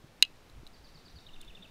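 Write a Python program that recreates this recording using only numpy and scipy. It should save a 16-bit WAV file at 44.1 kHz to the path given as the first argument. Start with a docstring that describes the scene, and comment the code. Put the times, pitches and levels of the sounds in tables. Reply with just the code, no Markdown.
"""On a garden lawn, a dog-training clicker snaps once at arm's length: its steel tongue buckles,
rings the plastic case and echoes off the ground. Some way off, a small bird whistles a two-part
trill of falling notes, blurred by the trees. Hands make faint ticks and soft bumps, and light
wind rumbles on the microphone over a quiet outdoor background."""
import sys
import numpy as np
from scipy import signal
from scipy.fft import rfft, irfft
from scipy.io import wavfile

SR = 44100
rng = np.random.default_rng(int(sys.argv[2]) if len(sys.argv) > 2 else 0)


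def output_pcm(signal):
    """Save a mono or channel-first signal as 16-bit PCM at the path in sys.argv[1].

    Samples are clipped to [-1, 1] before scaling.
    """
    pcm = np.clip(np.atleast_2d(signal).T, -1, 1) * 32767
    wavfile.write(sys.argv[1], SR, np.round(pcm).astype(np.int16))


N = 74970
T = np.arange(N) / SR

# The quick hits of the buckling tongue: delay_ms, relative_level_db
TONGUE_HITS = [(0, -10.5), (.32, -8), (.63, 1), (1.07, -3), (1.37, -8)]
# The tones the plastic case rings with: pitch_hz, relative_level_db, fade_s (time to drop 60 dB)
CASE_TONES = [(1065, -5, 0.018), (1675, -22, .019), (2057, -26.5, 0.031), (2888, -13.5, .022),
              (3930, -5, 0.013), (4090, -8, 0.015), (4818, -6.5, .011), (6052, -15.5, .014),
              (6680, -22.5, 0.012), (7820, -17.5, 0.015), (8980, -17.5, 0.0059), (9640, -22.5, .011),
              (11640, -16, 0.0054), (12990, -29, .011)]
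# The tones the steel tongue rings with: pitch_hz, relative_level_db, fade_s
TONGUE_TONES = [(2600, -38, 0.14), (2823, -23, .054), (3055, -24.5, .048), (3319, -32.5, 0.099)]
# The bird's high note, which falls and ends in a faint upstroke: time_s, pitch_hz, relative_level_db
HIGH_SHAPE = [(0, 5160, -9), (.005, 4960, -4), (.009, 4780, -6.5), (.014, 4500, -1), (.021, 4610, -3.5),
              (.025, 4400, -20), (.033, 3964, 2), (.038, 3520, -14.5), (.040, 5200, -32.5),
              (.045, 5550, -18), (.056, 5870, -12)]
# The bird's low, falling note: time_s, pitch_hz, relative_level_db
LOW_SHAPE = [(0, 3666, -8.5), (.005, 3433, -1), (.008, 3524, -1.5), (.012, 3800, -5.5), (.016, 3565, -23),
             (.021, 3080, -11.5), (.029, 2734, -5), (.036, 2550, -11.5)]
# Each repeat of the high note: start_s, level_db, pitch_ratio, length_ratio
HIGH_TRILL = [(.733, -59, 1, 0.97), (.840, -56, 0.99, 0.97), (0.944, -55.5, 0.99, 0.98),
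              (1.05, -54, 0.99, 0.99), (1.155, -53, 0.96, 1)]
# Each repeat of the low note: start_s, level_db, pitch_ratio, length_ratio
LOW_TRILL = [(1.263, -49, 1.05, 1.0), (1.335, -48.5, 1.026, 0.97), (1.405, -48.5, 1.02, 0.93),
             (1.477, -47.5, .99, 1), (1.55, -47, 1, 0.85), (1.623, -46, 1, 1.05)]
# Fingers ticking on the clicker: start_s, level_db, relative_scrape_db
FINGER_TICKS = [(.498, -47, -12), (0.6669, -38.5, -20), (0.6735, -47.5, -6.5), (1.4141, -43, -1.5),
                (1.448, -55.5, -4)]
# Soft bumps of the hands: start_s, level_db, pitch_hz, rise_s
HAND_BUMPS = [(0.04, -45, 132, 0.003), (0.527, -47, 44.3, 0.03), (0.572, -45.5, 70.6, 0.012),
              (.631, -45, 206, 0.0019), (0.787, -53, 54.3, 0.011), (0.948, -53, 160, 0.0065),
              (1.135, -50.5, 60, 0.012), (1.156, -43.5, 85, 0.0092), (1.452, -51, 35, 0.025),
              (1.499, -61.5, 204, 0.032), (1.59, -55.5, 187, 0.014)]
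# How the wind rumble rises and falls: time_s, level_db
WIND_LEVELS = [(0, -71.5), (.4, -62), (.6, -53.5), (.85, -45.5), (1.05, -64), (1.45, -49.5), (1.7, -64)]
# How strong the background is from bass to treble: frequency_hz, relative_level_db
BACKGROUND_COLOUR = [(20, -4), (35, -4.5), (70, -8.5), (140, -9.5), (270, -13), (400, -15), (790, -18),
                     (1100, -20.5), (2500, -24.5), (3900, -26.5), (5300, -30), (9000, -37), (15000, -41)]
# The slight swell of the background: time_s, relative_level_db
BACKGROUND_SWELL = [(0, 0.5), (.5, 1), (1.1, 1.5), (1.7, 1.5)]


def clicker(start_s=.22465, level_db=-5.5):
    """The tongue snaps through in quick hits; the ground, the dog and the garden echo it faintly."""
    crack = amp(-41) * noise(2500, 16000) * np.exp(-T / .0034)
    hit = ring(CASE_TONES) + ring(TONGUE_TONES) + crack
    hit = band(hit, 1620, 12280, order=4)  # the small case gives off no bass
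    snap = amp(level_db) * sum(amp(db) * delay(hit, start_s + ms / 1000) for ms, db in TONGUE_HITS)
    ground = amp(-31.5) * delay(scatter(snap, fade_s=.0059, top_hz=6500), seconds=.0245)
    dog = amp(-27) * scatter(snap, fade_s=.043, top_hz=7000)
    garden = amp(-39) * scatter(snap, fade_s=.2, top_hz=5950)
    return snap + ground + dog + garden


def bird():
    """A small bird sings five high notes, then six quicker low ones."""
    high = trill(HIGH_SHAPE, HIGH_TRILL, echo_db=-11, tail_db=-3)
    low = trill(LOW_SHAPE, LOW_TRILL, echo_db=-20, tail_db=-7.5)
    return high + low


def trill(shape, notes, echo_db, tail_db):
    """A run of similar notes; the trees send back one smeared echo and a longer, fading tail."""
    song = sum(whistle(shape, *row) for row in notes)
    echo = delay(scatter(song, fade_s=.029, top_hz=7000), seconds=.042)
    tail = delay(scatter(song, fade_s=.41, top_hz=7000), seconds=.012)
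    return song + amp(echo_db) * echo + amp(tail_db) * tail


def whistle(shape, start_s, level_db, pitch_ratio, length_ratio):
    """One falling note that wavers a little in pitch and loudness."""
    times, hz, shape_db = np.array(shape).T
    age = (T - start_s) / length_ratio
    on_off = np.clip(np.minimum(age, times[-1] - age) / .0013 + 1, 0, 1)
    pitch_hz = pitch_ratio * np.interp(age, times, hz) * (1 + .015 * noise(37, 310))
    loudness = amp(level_db + np.interp(age, times, shape_db) + 2.5 * noise(32, 270))
    return on_off * loudness * np.sin(2 * np.pi * np.cumsum(pitch_hz) / SR)


def finger_ticks():
    """Fingers touch the clicker's case, each time with a tiny, bright scrape."""
    out = np.zeros(N)
    case = band(ring(CASE_TONES), 3150, 4400)  # a light touch rings mainly this range
    for start_s, level_db, scrape_db in FINGER_TICKS:
        scrape = amp(scrape_db) * noise(2620, 11000) * np.exp(-T / .002)
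        out += amp(level_db) * delay(case + scrape, start_s)
    return out


def hand_bumps():
    """Hands bump the camera: a low tone and a little rubbing swell and die away."""
    out = np.zeros(N)
    for start_s, level_db, pitch_hz, rise_s in HAND_BUMPS:
        age = np.maximum(T - start_s, 0)
        thump = np.sin(2 * np.pi * pitch_hz * age)
        rub = amp(-10.5) * noise(pitch_hz / 2, pitch_hz * 2)
        swell = age / rise_s * np.exp(1 - age / rise_s)
        out += amp(level_db) * (thump + rub) * swell
    return out


def wind():
    """Light wind on the microphone makes a very deep rumble that comes and goes."""
    return noise(8.9, 15) * amp(np.interp(T, *np.array(WIND_LEVELS).T))


def background(level_db=-59.5):
    """A quiet, nearly steady hush from far away, strongest in the bass."""
    hz, db = np.array(BACKGROUND_COLOUR).T
    all_hz = np.arange(1, N // 2 + 2) * SR / N
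    colour = amp(np.interp(np.log(all_hz), np.log(hz), db))
    hush = unit(irfft(rfft(rng.standard_normal(N)) * colour, N))
    return hush * amp(level_db + np.interp(T, *np.array(BACKGROUND_SWELL).T))


def ring(tones):
    """The fading tones of an object that is struck once."""
    return sum(amp(db) * np.sin(2 * np.pi * hz * T) * np.exp(-np.log(1000) * T / fade_s)
               for hz, db, fade_s in tones)


def scatter(x, fade_s, top_hz):
    """Many tiny echoes, as from grass and bushes, blend and drop 60 dB in fade_s."""
    tail = noise(700, top_hz) * np.exp(-np.log(1000) * T / fade_s)
    tail /= np.sqrt(np.sum(tail ** 2) * SR / 2 / top_hz)  # keeps the echo about as loud as x
    return signal.fftconvolve(x, tail)[:N]


def delay(x, seconds):
    """The same sound, a little later."""
    shift = np.exp(-2j * np.pi * np.arange(N + 1) * seconds * SR / (2 * N))
    return irfft(rfft(x, 2 * N) * shift)[:N]


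def noise(lo_hz, hi_hz):
    """Noise between two frequencies, with an average strength of 1."""
    return unit(band(rng.standard_normal(N), lo_hz, hi_hz))


def band(x, lo_hz, hi_hz, order=2):
    """Keep the part of a sound between two frequencies."""
    band_pass = signal.butter(order, [lo_hz, min(hi_hz, .45 * SR)], "band", fs=SR, output="sos")
    return signal.sosfilt(band_pass, x + 1e-18)


def unit(x):
    """Scale a sound to an average strength (rms) of 1."""
    return x / np.sqrt(np.mean(x ** 2))


def amp(db):
    """Turn decibels into a number to multiply by."""
    return 10 ** (np.asarray(db) / 20)


def scene():
    """All the sounds meet at one microphone."""
    return (clicker() + bird() + finger_ticks() + hand_bumps() + background() + wind())[None]


def record(dry, top_hz=15500):
    """The camera cuts off the highest treble."""
    return signal.sosfilt(signal.ellip(8, .2, 70, top_hz, fs=SR, output="sos"), dry)


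dry = scene()
out = record(dry)
output_pcm(out)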